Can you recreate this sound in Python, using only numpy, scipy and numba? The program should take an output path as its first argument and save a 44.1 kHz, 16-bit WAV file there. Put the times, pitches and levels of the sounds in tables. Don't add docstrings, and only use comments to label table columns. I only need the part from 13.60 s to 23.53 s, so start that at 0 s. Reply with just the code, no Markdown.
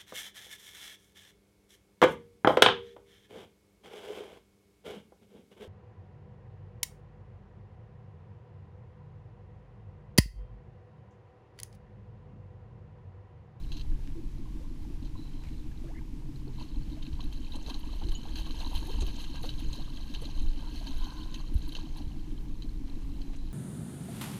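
import sys
import numpy as np
from scipy import signal
from scipy.fft import rfft, irfft
from scipy.io import wavfile
from scipy.ndimage import uniform_filter1d
from numba import njit

SR = 44100
rng = np.random.default_rng(int(sys.argv[2]) if len(sys.argv) > 2 else 0)


def store_pcm(level_fs):
    pcm = np.round(np.clip(level_fs, -1, 1) * 32767).astype(np.int16)
    wavfile.write(sys.argv[1], SR, np.atleast_2d(pcm).T)


N = 437913
TIME = np.arange(N) / SR
CUTOFF_HZ = 15400
STROKE_S = 0.046

# t/s, relative level/dB
THRASH = [(0, -63.5), (.5, -76), (1.0, -79), (1.8, -69), (2.6, -83.5), (2.95, -66), (3.7, -63), (4.15, -56),
          (4.68, -56), (5.1, -49.5), (5.8, -54.5), (6.35, -54.5), (6.95, -57), (7.4, -52.5), (7.9, -60.5),
          (8.15, -58), (8.5, -65), (8.68, -68.5), (9.93, -67)]
# t/s, relative level/dB, pitch of the first drop f/Hz
SLAPS = [(3.426, -39.5, 3750), (3.451, -44, 4160), (3.4665, -40, 3770), (3.531, -43.5, 4000),
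         (3.6058, -36.5, 3220), (3.639, -39.5, 3930), (3.726, -36.5, 3130), (3.9555, -35.5, 4000),
         (4.063, -35, 3880), (4.099, -28, 3940), (4.1427, -33.5, 4080), (4.437, -39, 3180),
         (4.487, -36, 4460), (4.5186, -34.5, 3090), (4.757, -30.5, 4330), (4.908, -33.5, 3070),
         (5.1509, -33.5, 3070), (5.4076, -32, 3970), (5.42, -40, 4270), (5.466, -36, 3100),
         (5.64, -34.5, 3060), (5.757, -35, 4050), (5.831, -35.5, 3960), (5.891, -28, 3900),
         (6.131, -35, 4100), (6.371, -37, 3270), (6.539, -31.5, 4000), (6.5475, -33, 3130),
         (6.652, -35.5, 4090), (7.2696, -31, 4370), (7.4435, -36, 4170), (7.743, -29.5, 4200),
         (8.092, -37, 4100), (8.122, -36, 3830), (8.151, -29, 3020), (8.166, -34, 4300),
         (9.022, -38.5, 4030), (9.617, -40, 4440)]
# t/s, relative churn level/dB, relative shower level/dB
STROKES = [(2.98, -62, -53), (3.42, -71, -65), (3.58, -59, -67), (3.725, -74, -56.5), (3.87, -58, -58),
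           (3.909, -48, -53), (4.055, -42.5, -46), (4.63, -44.5, -69), (4.753, -50, -43.5),
           (4.97, -43, -48.5), (5.13, -47, -47), (5.22, -54, -50), (5.27, -57, -51), (5.46, -63, -54),
           (5.58, -57, -46), (5.73, -46, -59), (5.82, -62, -46), (6.119, -60, -46.5), (6.61, -63, -51.5),
           (6.75, -64, -55), (6.98, -47, -72), (7.128, -64, -47.5), (7.24, -49, -52.5), (7.43, -46.5, -60),
           (7.73, -74, -50.5), (8.02, -75, -57.5), (8.15, -46.5, -53), (8.345, -49, -52.5)]


def from_db(db):
    return 10 ** (np.asarray(db) / 20)


def rms_one(x):
    return x / np.sqrt(np.mean(x ** 2) + 1e-20)


def in_time(rows):
    s, *columns = np.transpose(rows)
    return [np.interp(TIME, s, c) for c in columns]


def add(track, s, sound):
    start = max(0, round(s * SR))
    track[start:start + len(sound)] += sound[:max(0, N - start)]


def drift(rate):
    knots = rng.standard_normal(N // 40)
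    return rms_one(np.interp(TIME * rate, np.arange(len(knots)), knots))


def shape(x, gain_db, size=8192):
    hz = np.maximum(np.fft.rfftfreq(size, 1 / SR), 1)
    cepstrum = irfft(np.log(from_db(gain_db(hz))))
    cepstrum[1:size // 2] *= 2
    cepstrum[size // 2 + 1:] = 0
    impulse_response = irfft(np.exp(rfft(cepstrum)))
    return signal.oaconvolve(x, impulse_response)[:len(x)]


def colour(x, spectrum):
    hz, db = np.transpose(spectrum)
    return shape(x, lambda f: np.interp(np.log(f), np.log(hz), db))


def housing(x):
    # f/Hz, Gaussian half width/Hz, lift/dB
    resonances = [(985, 193, 11.5), (1614, 57, 11.5), (2687, 137, 10.5), (3104, 143, 14), (4072, 377, 14),
                  (6330, 233, 8), (6650, 58, 6), (8350, 340, 3), (9760, 180, 8), (10820, 320, 7.5),
                  (12450, 260, 5), (13380, 62, 10)]

    def lift_db(f):
        return sum(db * np.exp(-.5 * ((f - hz) / width) ** 2) for hz, width, db in resonances)
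    return shape(x, lift_db)


def resonate(x, hz, width):
    r = np.exp(-np.pi * width * np.sqrt(2) / SR)
    section = [1 - r, 0, r - 1, 1, -2 * r * np.cos(2 * np.pi * hz / SR), r * r]
    return rms_one(signal.sosfilt([section, section], x))


def swells(rows, attack_s, release_s):
    out, age = np.zeros(N), TIME[:2 * SR]
    for s, length, db in rows:
        rise = 1 - np.exp(-age / attack_s)
        fall = np.exp(-np.maximum(age - length, 0) / release_s)
        add(out, s, from_db(db) * rise * fall)
    return out


def blows(rows, rise_s, fade_s):
    return swells([(s, 0, db) for s, db, *_ in rows], rise_s, fade_s)


def droplets(per_s, spread_db):
    sizes = from_db(spread_db * np.minimum(rng.exponential(1, N), 4))
    landed = rng.random(N) < per_s / SR
    return rms_one(sizes * rng.standard_normal(N) * landed)


@njit
def ring_bubbles(starts, heights, turn, decay, rise):
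    out = np.zeros(N)
    for k in range(len(starts)):
        height, phase, step = heights[k], 0., turn[k]
        fade, climb = np.exp(-decay[k]), turn[k] * rise[k] * decay[k]
        for i in range(starts[k], min(N, starts[k] + int(5 / decay[k]))):
            out[i] += height * np.cos(phase)
            height, phase, step = height * fade, phase + step, step + climb
    return out


def plinks(clicks, low_hz, high_hz, t60, glide=0.036):
    starts = np.flatnonzero(clicks)
    pitch, rise = rng.random((2, N))[:, starts]
    hz = low_hz * (min(high_hz, CUTOFF_HZ) / low_hz) ** pitch
    decay = np.log(1000) * np.sqrt(hz / low_hz) / (t60 * SR)
    heights = clicks[starts] * 2 * np.sqrt(decay * hz / hz.mean())
    return ring_bubbles(starts, heights, 2 * np.pi * hz / SR, decay, glide * rise)


def wet(x):
    # f/Hz, gain/dB
    spray_colour = [(200, -8), (600, 4), (1300, -1), (2000, 5), (4300, 7), (5100, 3.5), (7500, -1.5),
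                    (12000, -3.5), (15500, -7)]
    out = housing(colour(x, spray_colour))
    return out * np.std(x) / np.std(out)


def motor(fire_phase=0.944, fire_width=0.024, turn_phase=0.17, turn_depth=2.9, hum_hz=273):
    # t/s, firings per s
    idle = [(0, 6.25), (1.5, 6.33), (4.5, 6.33), (5.5, 6.22), (6.5, 6.33), (7.5, 6.35), (8.5, 6.2),
            (9.93, 6.24)]
    # t/s, relative level/dB, extra boom of the lowest modes/dB
    strength = [(0, -4, 7.5), (1.2, -0.5, 4), (2.4, -2, 6.5), (3.3, 1, 5.5), (4.3, -1, -7.5), (6, 0, 2.5),
                (7.5, -0.5, 1), (8.7, 1, 2), (9.6, -2, 0.5), (9.93, -4, 4)]
    # f/Hz, width/Hz, then relative drive/dB from firing, from crank turns, from steady shake
    boat_modes = [(85.4, 25, -71, -70, -58), (129.5, 8.4, -79, -60.5, -60),
                  (140.8, 18.7, -72.5, -58.5, -69), (169.7, 86, -84, -57.5, -61.5),
                  (228.3, 37, -56.5, -91, -58.5), (269.4, 21, -56, -77, -64.5),
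                  (299, 38.5, -57, -60.5, -58), (314.7, 15.7, -62, -76, -60),
                  (352.3, 21, -68.5, -81, -75.5)]
    # t/s, length/s, level/dB
    buzzes = [(7.2, 0.079, -42), (9.15, 0.63, -50.5)]
    cycle = np.cumsum(in_time(idle)[0]) / SR
    level_db, boom_db = in_time(strength)
    from_firing = (cycle - fire_phase + .5) % 1 - .5
    firing = rms_one(np.exp(-.5 * (from_firing / fire_width) ** 2))
    turning = rms_one(np.exp(turn_depth * np.cos(4 * np.pi * (cycle - turn_phase))))
    out = 0
    for hz, width, fire_db, turn_db, steady_db in boat_modes:
        fire_power = (from_db(fire_db) * firing) ** 2
        turn_power = (from_db(turn_db) * turning) ** 2
        force = np.sqrt(fire_power + turn_power + from_db(steady_db) ** 2)
        shake = np.cos(2 * np.pi * hz * TIME + 1.955 * drift(35))
        mode = np.sqrt(np.mean(force ** 2)) * resonate(force * shake, hz, width)
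        out = out + mode * from_db(boom_db * (hz < 160))
    tone = rms_one(np.sin(2 * np.pi * hum_hz * TIME + 0.67 * drift(6)))
    hum = swells(buzzes, attack_s=0.086, release_s=0.048) * tone
    return out * from_db(level_db) + hum


def wind(flutter_db=-0.5, gust_db=1.0, gust_top_hz=70, bump_s=0.0059):
    # t/s, level/dB before flutter
    breeze = [(0, -33), (1.2, -35.5), (2.6, -37), (4.0, -33.5), (5.1, -31), (6.4, -34), (8.3, -34),
              (9.93, -33)]
    # f/Hz, gain/dB
    wind_colour = [(8, -8), (14, 4.5), (25, 1.5), (40, -7), (60, -11.5), (100, -23), (180, -29), (400, -40),
                   (900, -70)]
    # t/s, length/s, relative level/dB
    gusts = [(.2, 0.15, -30.5), (3.15, 0.033, -29), (3.5, 0.18, -30), (4.42, 0.15, -29.5),
             (5.14, 0.11, -32), (5.38, .12, -26.5), (5.92, 0.17, -30.5), (6.76, 0.14, -23.5),
             (7.3, 0.15, -28), (7.88, 0.13, -34)]
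    # t/s, relative level/dB
    bumps = [(3.53, -25.5), (4.446, -25.5), (5.418, -26), (6.876, -36), (7.952, -16), (8.469, -26)]
    air = colour(rng.standard_normal(N), wind_colour)
    low_pass = signal.butter(2, gust_top_hz, fs=SR, output="sos")
    deep = signal.sosfilt(low_pass, colour(rng.standard_normal(N), wind_colour))
    air, deep = (v / np.sqrt(uniform_filter1d(v ** 2, size=6000)) for v in (air, deep))
    out = from_db(in_time(breeze)[0] + flutter_db * drift(9.7)) * air
    out = out + from_db(gust_db) * swells(gusts, attack_s=0.01, release_s=0.043) * deep
    swing = TIME[:SR // 5] / bump_s
    for s, db in bumps:
        add(out, s, from_db(db) * swing * np.exp(1 - swing) * np.sin(2.09 * swing))
    return out


def lake(level_db=-59.5, ripple_db=0.7):
    # f/Hz, gain/dB
    hiss = [(150, 5.5), (400, 6), (600, -7), (1000, -3.5), (1300, -10.5), (2400, -7.5), (4200, -11.5),
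            (5000, -12), (6500, -14.5), (8000, -18), (13000, -21.5), (15500, -35)]
    return from_db(level_db + ripple_db * drift(14)) * rms_one(colour(rng.standard_normal(N), hiss))


def spray(spray_db=-3.0, shower_db=-5.0, slap_db=-9.0, lead_s=0.0036, crack_db=-1.0, crack_top_hz=4800,
          patter_db=-2.0, clump_db=1.5, mist_db=-14.5, foam_db=-7.0, foam_s=0.061):
    slap_rows = [(s - lead_s, lead_s, db) for s, db, _ in SLAPS]
    slap = swells(slap_rows, attack_s=0.008, release_s=0.0071)
    shower_rows = [(s, STROKE_S, db + shower_db) for s, _, db in STROKES]
    showers = swells(shower_rows, attack_s=0.015, release_s=0.021)
    rain = np.hypot(from_db(in_time(THRASH)[0] + spray_db), showers)
    clumps = rms_one(from_db(clump_db * drift(45)))
    thrown = np.hypot(rain * clumps, from_db(slap_db) * slap)
    crowding = (thrown / thrown.mean()) ** .8
    impacts = thrown / np.sqrt(crowding) * droplets(per_s=2000 * crowding, spread_db=2.0)
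    drops = plinks(impacts, low_hz=1144, high_hz=7230, t60=0.022)
    patter = from_db(patter_db) * thrown * droplets(per_s=12000, spread_db=1.2)
    linger = np.exp(-1 / (foam_s * SR))
    foam_strength = signal.lfilter([1 - linger], [1, -linger], rain)
    foam = from_db(foam_db) * foam_strength * rng.standard_normal(N)
    smack = from_db(crack_db) * blows(SLAPS, rise_s=0.00042, fade_s=0.0014) * rng.standard_normal(N)
    smack = signal.sosfilt(signal.butter(2, crack_top_hz, fs=SR, output="sos"), smack)
    fine = from_db(mist_db) * rain * np.sqrt(rain / rain.max())
    mist = plinks(fine * droplets(per_s=5000, spread_db=3.5), low_hz=5530, high_hz=14500, t60=0.012)
    return wet(drops + patter + foam + smack) + housing(mist)


def churn(thrash_db=-8.0, stroke_db=-9.5, lapping_db=-68, wash_db=-5, cycles=16, glide=0.38, spread_db=3.5,
          count=1100, size=2500):
    bubbles, age = np.zeros(N), TIME[:size]
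    for when, pitch, strength, rise in rng.random((count, 4)):
        hz = 420 * 2 ** (2 * pitch ** 1.2)
        life = age * hz / cycles
        phase = 2 * np.pi * np.cumsum(hz * (1 + glide * rise * np.minimum(life, 1))) / SR
        envelope = (1 - np.exp(-life * 20)) * from_db(-60 * life)
        height = from_db(-spread_db * np.log(strength + 0.024) - 5 * pitch)
        add(bubbles, when * N / SR, height * envelope * np.sin(phase))
    wash_colour = [(200, -13.0), (420, -2.5), (900, -1.5), (1300, -8.5), (2500, -15.0), (6000, -56)]
    wash = colour(rng.standard_normal(N), wash_colour)
    stroke_rows = [(s, STROKE_S, db + stroke_db) for s, db, _ in STROKES]
    surges = swells(stroke_rows, attack_s=0.01, release_s=0.057)
    stirred = np.hypot(from_db(in_time(THRASH)[0] + thrash_db), surges)
    water = rms_one(housing(rms_one(bubbles) + from_db(wash_db) * rms_one(wash)))
    return water * np.hypot(stirred, from_db(lapping_db))


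def net(rattle_db=-3.0, ring_hz=4010, ring_width_hz=170):
    # t/s, relative level/dB, fade/s
    knock_and_dip_rows = [(0.118, -40, 0.019), (0.1674, -40.5, 0.012), (0.195, -45, 0.008),
                          (0.211, -40.5, 0.0048), (1.425, -54, .012), (1.447, -53, 0.023)]
    # f/Hz, gain/dB
    net_colour = [(300, 8), (900, -2), (2000, -2.5), (3200, 4.5), (4200, 6.5), (6200, 0.5), (9000, -13),
                  (15000, -12)]
    # t/s, length/s, level/dB
    slide_rows = [(.07, .08, -60), (1.55, 0.13, -65), (1.72, .25, -71), (9.6, 0.39, -71.5)]
    strength = sum(blows([(s, db + rattle_db)], rise_s=0.00069, fade_s=fade)
                   for s, db, fade in knock_and_dip_rows)
    impacts = rms_one(housing(colour(droplets(per_s=7000, spread_db=2.5), net_colour)))
    tube = resonate(droplets(per_s=2000, spread_db=2), ring_hz, ring_width_hz)
    slide = swells(slide_rows, attack_s=0.017, release_s=0.038) * tube
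    return strength * impacts + slide


def laps():
    # t/s, level/dB
    wavelets = [(.315, -63), (.47, -60), (1.835, -54.5), (2.235, -65), (1.88, -59.5), (3.365, -58),
                (9.269, -54.5), (9.729, -58)]
    # f/Hz, gain/dB
    lap_colour = [(250, -37), (600, 7), (1400, -5.5), (2200, 2), (3200, -3), (7000, -13.5), (15000, -33)]
    swell = blows(wavelets, rise_s=0.0019, fade_s=0.03)
    return swell * rms_one(colour(droplets(per_s=830, spread_db=-0.5), lap_colour))


def gurgles(waver=.085, waver_per_s=380):
    # t/s, length/s, first pitch f/Hz, last pitch f/Hz (both before waver), peak level/dB
    pockets = [(.555, .06, 357, 333, -38.5), (2.234, 0.052, 328, 367, -43),
               (2.263, 0.037, 1300, 1850, -61.5), (2.278, 0.047, 355, 1160, -52),
               (2.34, .06, 1750, 2250, -56), (4.442, 0.063, 342, 363, -43), (5.274, 0.033, 710, 1016, -48),
               (5.279, 0.035, 287, 490, -40.5), (6.163, 0.055, 327, 1060, -51.5),
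               (7.254, 0.036, 680, 1023, -51.5)]
    out, wobble = np.zeros(N), drift(waver_per_s)
    for s, length, first_hz, last_hz, db in pockets:
        progress = np.linspace(0, 1, int(length * SR))
        sweep_hz = first_hz * (last_hz / first_hz) ** progress
        hz = sweep_hz * (1 + waver * wobble[int(s * SR):][:len(progress)])
        envelope = np.sqrt(np.abs(np.sin(np.pi * progress)))
        add(out, s, from_db(db) * envelope * np.sin(2 * np.pi * np.cumsum(hz) / SR))
    return out


def gulps(rough=0.58, onset_s=0.002, fade_s=0.014, typical_hz=500, slosh_db=-12, slosh_low_hz=430,
          slosh_high_hz=1050, count=7000):
    # t/s, first pitch f/Hz, relative level/dB, rise/octaves per s (at most 1 octave up)
    pockets = [(.855, 1060, -47, -4), (1.005, 492, -47, 7), (1.30, 348, -41, -1), (1.553, 1030, -42.5, -2),
               (1.87, 2270, -45, -10), (2.115, 1640, -49, 6), (2.24, 664, -47, -15),
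               (2.383, 2200, -45, -14), (2.87, 390, -40, 1), (2.984, 940, -44, 10), (3.01, 876, -40, 23),
               (3.369, 600, -49, 12), (3.592, 1010, -38, 9), (3.946, 754, -45.5, 17),
               (4.075, 493, -43, -12.5), (4.08, 1110, -44, -12), (4.233, 910, -42.5, 11),
               (4.328, 610, -49, 17), (4.413, 470, -49, 6.5), (4.415, 780, -40.5, 16),
               (4.524, 1040, -46, 9), (4.693, 825, -51, 2), (4.79, 820, -45, 2), (4.864, 1050, -41, 5),
               (5.115, 719, -44, 5), (5.228, 937, -42, 3), (5.338, 446, -45, 0), (5.42, 380, -36.5, -2),
               (5.475, 664, -43.5, 8), (5.836, 442, -37.5, 12), (5.838, 1000, -38.5, -11.5),
               (6.274, 1150, -47, -4), (6.619, 430, -40.5, 16), (7.21, 627, -43.5, 22),
               (7.797, 1054, -43, 6)]
    out, age, wobble = np.zeros(N), TIME[:count], drift(170)
    for k, (s, hz, db, rise) in enumerate(pockets):
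        phase = 2 * np.pi * np.cumsum(hz * 2 ** np.minimum(rise * age, 1)) / SR
        envelope = (1 - np.exp(-age / onset_s)) * np.exp(-age / fade_s * hz / typical_hz)
        uneven = rough * wobble[k * count:(k + 1) * count]
        add(out, s, from_db(db) * envelope * np.sin(phase + uneven))
    band = signal.butter(2, [slosh_low_hz, slosh_high_hz], "band", fs=SR, output="sos")
    slosh = rms_one(signal.sosfilt(band, rng.standard_normal(N)))
    unrest = rms_one(from_db(in_time(THRASH)[0] / 2))
    slosh_rows = [(s, db + slosh_db) for s, _, db, _ in pockets]
    return out + blows(slosh_rows, rise_s=onset_s, fade_s=fade_s) * unrest * slosh


def first_drops(fade_s=0.0019, onset_s=0.00063, count=1500):
    # t/s, relative level/dB, pitch f/Hz
    drips = [(1.5778, -46, 3900), (2.1755, -46, 3920), (2.759, -43, 4130), (2.8793, -45, 4330),
             (3.0884, -44, 4370), (3.1592, -44, 4160), (3.2326, -45, 4400), (3.331, -44, 3810),
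             (3.6594, -46, 2640), (3.8467, -38.5, 4140), (3.869, -42, 2550), (3.921, -34, 3850),
             (4.2315, -39, 3020), (4.4696, -38, 4100), (5.0464, -30, 3920), (5.3587, -35, 3030),
             (5.8544, -36, 4300), (6.4093, -39, 4310), (7.6331, -36, 3710), (8.518, -44, 2960),
             (8.7789, -43, 3160), (9.0927, -44, 4190), (9.2978, -41, 4080)]
    out, age = np.zeros(N), TIME[:count]
    envelope = (1 - np.exp(-age / onset_s)) * np.exp(-age / fade_s)
    for rows in (SLAPS, drips):
        for s, db, hz in rows:
            add(out, s, from_db(db) * envelope * np.sin(2 * np.pi * hz * age))
    return out


def flecks(scatter_s=.009, spread_octaves=0.208, fade_s=0.00087, count=20, size=2500):
    # t/s, level/dB, middle pitch f/Hz
    clusters = [(3.6404, -65, 11000), (3.7244, -66, 11500), (3.956, -55.5, 7500), (4.024, -57.5, 6500),
                (4.1929, -59, 12500), (4.3575, -66, 12500), (4.487, -57, 6500), (4.5191, -58, 11000),
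                (5.1492, -54, 11000), (5.2664, -56, 11500), (5.4074, -50, 7860), (5.418, -50.5, 6450),
                (5.465, -56, 12000), (5.558, -54, 6440), (5.642, -58, 6600), (5.8247, -57, 11500),
                (5.862, -54.5, 6330), (5.995, -58, 11500), (6.127, -51.5, 6600), (6.6167, -55.5, 10400),
                (6.765, -64, 8450), (6.815, -64, 8500), (7.3776, -62, 12000), (7.529, -60, 6900),
                (7.94, -57.5, 11500), (7.98, -61, 11500), (8.081, -56.5, 11900), (8.1239, -60, 12000),
                (8.3699, -59.5, 10900), (9.76, -60.5, 6300)]
    out = np.zeros(N)
    for s, db, middle_hz in clusters:
        hz = middle_hz * 2 ** (spread_octaves * rng.standard_normal((count, 1)))
        landing_s = scatter_s * np.sum(rng.random((count, 2)), axis=1, keepdims=True)
        age = np.maximum(TIME[:size] - landing_s, 0)
        cluster = housing(np.sum(np.exp(-age / fade_s) * np.sin(2 * np.pi * hz * age), axis=0))
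        strength = np.sqrt(np.sum(cluster ** 2) / (scatter_s * SR))
        add(out, s - scatter_s / 2, from_db(db) * cluster / strength)
    return out


def clink(start_s=4.55):
    # f/Hz, relative level/dB, fade/s
    modes = [(3020, -40.5, 0.019), (6800, -40.5, 0.011)]
    out = 0
    for hz, db, fade in modes:
        tone = np.sin(2 * np.pi * hz * TIME + 0.92 * drift(170))
        out = out + blows([(start_s, db)], rise_s=0.001, fade_s=fade) * tone
    return out


def reel(grind=.33, grind_hz=260):
    # t/s, length/s, relative level/dB
    spins = [(7.03, 0.063, -56), (7.29, .5, -58.5), (7.41, 0.12, -56.5), (7.565, 0.024, -52)]
    # f/Hz, width/Hz, relative level/dB
    gear_tones = [(1020, 65, -5.5), (1503, 240, -12.5)]
    # t/s, share of full speed
    speed = [(7.07, 0.93), (7.34, 0.99), (7.42, 1)]
    turns, whirr = np.cumsum(in_time(speed)[0]) / SR, 0
    for hz, width, db in gear_tones:
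        loose_phase = np.exp(1.25j * drift(width))
        unevenness = loose_phase + grind * (drift(grind_hz) + 1j * drift(grind_hz))
        whirr = whirr + from_db(db) * rms_one(np.real(unevenness * np.exp(2j * np.pi * hz * turns)))
    return swells(spins, attack_s=0.009, release_s=0.021) * whirr


def scene():
    fish = spray() + flecks() + first_drops() + churn()
    water = gulps() + gurgles() + laps()
    boat = net() + clink() + reel() + motor()
    return (fish + water + boat + wind() + lake())[None]


def record(dry):
    return signal.sosfilt(signal.ellip(10, .2, 80, CUTOFF_HZ, fs=SR, output="sos"), dry)


dry = scene()
out = record(dry)
store_pcm(out)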